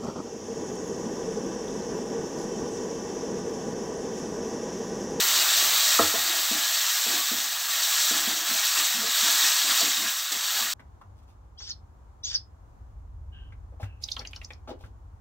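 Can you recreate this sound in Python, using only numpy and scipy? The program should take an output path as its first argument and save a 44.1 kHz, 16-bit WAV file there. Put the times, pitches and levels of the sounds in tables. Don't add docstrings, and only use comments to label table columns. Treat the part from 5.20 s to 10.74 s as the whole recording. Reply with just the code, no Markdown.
import sys
import numpy as np
from scipy import signal
from scipy.fft import rfft, irfft, next_fast_len
from scipy.io import wavfile
from scipy.ndimage import uniform_filter1d

SR = 44100
rng = np.random.default_rng(int(sys.argv[2]) if len(sys.argv) > 2 else 0)


def unload_wav(signal):
    wavfile.write(
        sys.argv[1],
        SR,
        np.round(np.clip(np.atleast_2d(signal).T, -1, 1) * 32767).astype(np.int16),
    )


N = 244161

# (frequency [Hz], relative level [dB])
KITCHEN_COLOUR = [(25, -4), (70, -8), (115, 10), (170, 6.5), (300, 0), (1000, -36), (4000, -59)]
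# (frequency [Hz], gain [dB])
PORT_COLOUR = [(7900, 0), (8650, -3.5), (9200, -11), (10200, -9), (11400, -8.5), (12100, -3), (12900, 1)]
# (frequency [Hz], time to fade by 60 dB [s], relative level [dB])
PAN_MODES = [(241, 0.15, -9.5), (256, 0.043, -3.5), (314.4, 0.2, -10), (367, 0.03, -14), (486, 0.045, 0),
             (607, 0.078, -18), (678.5, 0.086, 5), (864, 0.17, -17), (1079, 0.11, 3.5), (1117, 0.13, -4),
             (1230, 0.067, -4), (1280, 0.042, -6), (1698, 0.05, -15), (1870, 0.079, 0)]
# (frequency [Hz], width [Hz], relative level [dB])
BOWL_RESONANCES = [(724, 40, -21), (1131, 6, 5), (1273, 96, -9.5), (1710, 73, 1), (1870, 68, 2.5),
                   (2040, 8.3, -12), (2220, 14, -3), (2550, 33, -13), (2868, 18, -4), (3320, 140, -30),
                   (3260, 58, -9), (3740, 260, -14.5), (4490, 51, -2), (5710, 540, -7), (7600, 360, -10.5)]
# (time [s], peak level before the last filters [dB], pitch of the contact [Hz])
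SPATULA_KNOCKS = [(.7912, -8.5, 1290), (.7935, -9, 990), (.797, -9.5, 423), (.9415, -22, 447),
                  (.9465, -21, 620), (1.315, -25, 258), (1.866, -30.5, 402), (2.118, -27.5, 255),
                  (2.913, -26.5, 317), (3.078, -27.5, 220), (4.033, -35, 219), (4.612, -27, 650)]
# (start [s], length [s], level before the last filters [dB], pitch of its judder [Hz])
SPATULA_STROKES = [(1.03, .23, -52, 335), (1.872, .14, -48, 320), (2.953, 0.33, -54.5, 317),
                   (3.284, 0.078, -46.5, 252), (3.56, 0.078, -52, 310), (3.743, 0.16, -46, 228),
                   (3.813, .07, -47.5, 400), (4.213, 0.074, -54.5, 314), (4.421, .11, -48.5, 278),
                   (4.612, 0.082, -48, 290), (4.773, .11, -47.5, 254), (5.112, 0.062, -50, 288),
                   (5.31, .12, -47.5, 800), (5.401, 0.1, -53.5, 237)]
# (frequency [Hz], relative level [dB])
PLUNGE_COLOUR = [(50, -15), (100, -6.5), (150, -2.5), (220, -5), (380, 4.5), (600, -2.5), (1200, -15)]
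# (time [s], relative level [dB], time to fall to 37 % [s])
WATER_SPITS = [(4.6057, -16, 0.012), (5.12, -20, 0.013)]
# (time [s], relative sizzle level [dB])
BOIL_LEVEL = [(0.0, -20.5), (0.03, -22), (0.72, -22), (0.91, -26), (1.94, -26), (2.44, -30), (2.57, -26.5),
              (2.82, -23.5), (3.25, -29.5), (3.3, -25.5), (3.55, -25.5), (3.58, -23), (3.87, -29),
              (3.98, -22.5), (4.26, -22), (4.44, -25), (4.53, -22.5), (5.06, -31.5), (5.4, -26.5),
              (5.54, -32)]
# (frequency [Hz], relative level [dB])
SIZZLE_COLOUR = [(200, -44), (450, -24), (640, -11), (950, -11.5), (1300, -7), (1900, -9.5), (2250, -8.5),
                 (3000, -4.5), (3900, 1), (5050, -4), (6000, -3), (7900, -1), (12500, -5), (15500, -4)]
# (level at rest [dB], share of the lost dB it keeps as the boil eases,
#  gain under the spatula [dB], loss as the water soaks in [dB/s])
GLUGS = (0.64, 0.14, 4.4, 0.69)
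COARSE = (0.28, 0.15, 1.5, 0)
SPRAY = (-1.1, 0.21, 0, 0.22)

SKID_DB, SKID_HZ, SKID_WIDTH_HZ, SKID_RISE_S, SKID_DECAY_S = -43, 273, 113, 0.021, 0.065
POUR_DB, POUR_END_S, POUR_FADE_DB_PER_S = -47.5, 0.55, 45
FULL_BOIL_DB, CHURN_S = -24, 0.087
TOP_HZ = 15750

TIME = np.arange(N) / SR
SIZE = next_fast_len(N + SR, True)
FREQS = np.maximum(np.arange(SIZE // 2 + 1) * SR / SIZE, 1)


def undb(db):
    return 10 ** (np.asarray(db) / 20)


def unit(x):
    return x / np.sqrt(np.mean(x ** 2))


def curve(rows):
    seconds, *columns = np.transpose(rows)
    return [np.interp(TIME, seconds, column) for column in columns]


def shape(x, response):
    return irfft(rfft(x, SIZE) * response, SIZE)[..., :N]


def colour(points):
    hz, db = np.transpose(points)
    return undb(np.interp(np.log(FREQS), np.log(hz), db))


def resonance(hz, width):
    return 1 / (1 + 1j * (FREQS ** 2 - hz ** 2) / (FREQS * width))


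def walk(rate):
    return unit(shape(rng.standard_normal(N), 1 / (1 + (FREQS / rate) ** 4)))


def pops(rate, spread_db, cap_db=20):
    size = undb(np.minimum(spread_db * rng.exponential(size=N), cap_db))
    happens = rng.random(N) < rate / SR
    return unit(happens * size * rng.choice([-1, 1], N))


def kitchen(floor_db=-72, waver_db=3):
    rumble = unit(shape(rng.standard_normal(N), colour(KITCHEN_COLOUR)))
    return undb(floor_db + waver_db * walk(rate=9.1)) * rumble


def room(x, wet_db, t60=0.25, boom_hz=100, boom_width_hz=11, boom_db=12):
    wash = rng.standard_normal(N) * np.exp(-np.log(1000) * TIME / t60)
    wash *= TIME > .004
    walls = undb(wet_db) * rfft(wash / np.linalg.norm(wash), SIZE)
    boom = resonance(boom_hz, boom_width_hz) * resonance(boom_hz, 3 * boom_width_hz)
    return shape(x, 1 + walls + undb(boom_db) * boom)


def stove(hz=100, rise_s=0.041, wobble=0.78, blow_db=-31.0, stroke_db=-14):
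    shoves = [(s, db + blow_db) for s, db, _ in SPATULA_KNOCKS]
    shoves += [(s + length / 2, db + stroke_db) for s, length, db, _ in SPATULA_STROKES]
    swell = np.zeros(N)
    for s, db in shoves:
        age = np.maximum(TIME - s, 0) / rise_s
        swell = np.maximum(swell, undb(db) * (age * np.exp(1 - age)) ** 2)
    return swell * np.sin(2 * np.pi * hz * TIME + wobble * walk(rate=34))


def pan_response(thud_db=-4, thud_s=0.025, thud_low_hz=340, thud_high_hz=1750):
    ring = np.zeros(N)
    for hz, t60, db in PAN_MODES:
        ring += undb(db) * np.sin(2 * np.pi * hz * TIME) * np.exp(-np.log(1000) * TIME / t60)
    band = 1 / (1 + (thud_low_hz / FREQS) ** 2) / (1 + (FREQS / thud_high_hz) ** 6)
    rattle = unit(shape(rng.standard_normal(N), band)) * np.exp(-TIME / thud_s)
    return rfft(ring + undb(thud_db) * rattle, SIZE)


def pressure(s, length):
    return np.maximum(1 - (2 * (TIME - s) / length - 1) ** 2, 0) ** 0.58


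def skidding():
    ages = [np.maximum(TIME - s, 0) for s, _, _ in SPATULA_KNOCKS]
    speeds = [np.minimum(age / SKID_RISE_S, 1) * np.exp(-age / SKID_DECAY_S) for age in ages]
    return np.max(speeds, axis=0)


def spatula(contact_width=0.92, settle=11, judder_db=2, grit_db=-6, grit_hz=470, grit_width_hz=500,
            lowest_hz=175, highest_hz=2100):
    pan, out = pan_response(), np.zeros(N)
    for s, db, hz in SPATULA_KNOCKS:
        contact = abs(resonance(hz, contact_width * hz)) ** 2
        blow = shape(signal.unit_impulse(N, int(s * SR)), pan * contact)
        out += undb(db) * blow / abs(blow).max()
    slips = pops(rate=580, spread_db=1.5) * undb(judder_db * walk(rate=86))
    grit = unit(shape(slips, pan * resonance(grit_hz, grit_width_hz)))
    for s, length, db, hz in SPATULA_STROKES:
        press = pressure(s, length)
        judder = unit(shape(slips, resonance(hz, settle / length) * resonance(hz, hz / 2)))
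        drag = press * (judder + undb(grit_db) * grit)
        out += undb(db) * drag / np.std(drag[press > 0])
    skid = unit(shape(slips, resonance(SKID_HZ, SKID_WIDTH_HZ) ** 2))
    out += undb(SKID_DB) * skidding() * (skid + undb(grit_db) * grit)
    return shape(out, 1 / (1 + (lowest_hz / FREQS) ** 8) / (1 + (FREQS / highest_hz) ** 8))


def pour(gulp_db=1.5):
    gulps = pops(rate=430, spread_db=1)
    flow_db = POUR_DB - POUR_FADE_DB_PER_S * np.maximum(TIME - POUR_END_S, 0)
    return unit(shape(gulps, colour(PLUNGE_COLOUR))) * undb(flow_db + gulp_db * walk(rate=22))


def spits(hz=5200, width_hz=7000):
    flash = np.zeros(N)
    for s, db, decay in WATER_SPITS:
        flash += undb(db) * (TIME >= s) * np.exp(-abs(TIME - s) / decay)
    return flash * unit(shape(rng.standard_normal(N), resonance(hz, width_hz))) / 2


def bubbles(count, low_hz, high_hz, cycles, spread_db, glide):
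    out = np.zeros(N + SR)
    for when, pitch, chance in rng.random((count, 3)):
        hz = low_hz * (high_hz / low_hz) ** pitch
        age = np.linspace(0, 1, int(SR * cycles / hz) + 2)
        phase = 2 * np.pi * cycles * age * (1 + glide * age / 2)
        ring = np.sin(phase) * np.exp(-np.log(100) * age)
        loudness = hz ** 0.63 * undb(-spread_db * np.log(max(chance, .02)))
        start = int(when * N)
        out[start:start + len(age)] += ring * loudness
    return unit(shape(out[:N], 1 / (1 + (low_hz / FREQS) ** 4)))


def burst_sizes(loud):
    strokes = [pressure(s, length) for s, length, _, _ in SPATULA_STROKES]
    stirring = np.max([skidding()] + strokes, axis=0)
    churn = uniform_filter1d(stirring, int(CHURN_S * SR))
    eased_db = FULL_BOIL_DB - loud
    return [rest + keeps * eased_db + stirred * churn - soak * TIME
            for rest, keeps, stirred, soak in (GLUGS, COARSE, SPRAY)]


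def sizzle(steam_db=0, crackle_db=-3, bubble_db=-6, sputter_db=0.15, flicker_db=0.76, level_db=-0.78):
    loud, = curve(BOIL_LEVEL)
    glugs, coarse, fine = burst_sizes(loud)
    steam = undb(steam_db) * rng.standard_normal(N)
    crackle = undb(crackle_db) * pops(rate=9000, spread_db=5.5, cap_db=11)
    froth = bubbles(count=8000, low_hz=584.8, high_hz=7200, cycles=29.3, spread_db=-0.5, glide=0.14)
    mix = unit(steam + crackle + undb(bubble_db) * froth)
    boil = mix * undb(loud + level_db + sputter_db * walk(rate=56))
    deep = 1 / (1 + (FREQS / 950) ** 8)
    low = 1 / (1 + (FREQS / 2400) ** 6)
    high = 1 / (1 + (10000 / FREQS) ** 8)
    sizes = [(deep, glugs), (low - deep, coarse), (1 - low - high, 0), (high, fine)]
    return sum(shape(boil, share) * undb(db + flicker_db * walk(rate=19)) for share, db in sizes)


def bowl(x, wander_db=2):
    direct = shape(x, colour(SIZZLE_COLOUR))
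    rings = np.zeros(N)
    for hz, width, db in BOWL_RESONANCES:
        rings += shape(direct, resonance(hz, width)) * undb(db + wander_db * walk(rate=6.0))
    return 2 * (direct + rings)


def scene():
    boiling = room(bowl(sizzle() + spits()), wet_db=-8)
    handling = room(pour() + spatula(), wet_db=-6.5)
    sound = kitchen() + stove() + handling + boiling
    return np.array([sound, sound])


def record(dry):
    top_cut = signal.ellip(12, .2, 80, TOP_HZ, fs=SR, output="sos")
    return signal.sosfilt(top_cut, shape(dry, colour(PORT_COLOUR)))


dry = scene()
out = record(dry)
unload_wav(out)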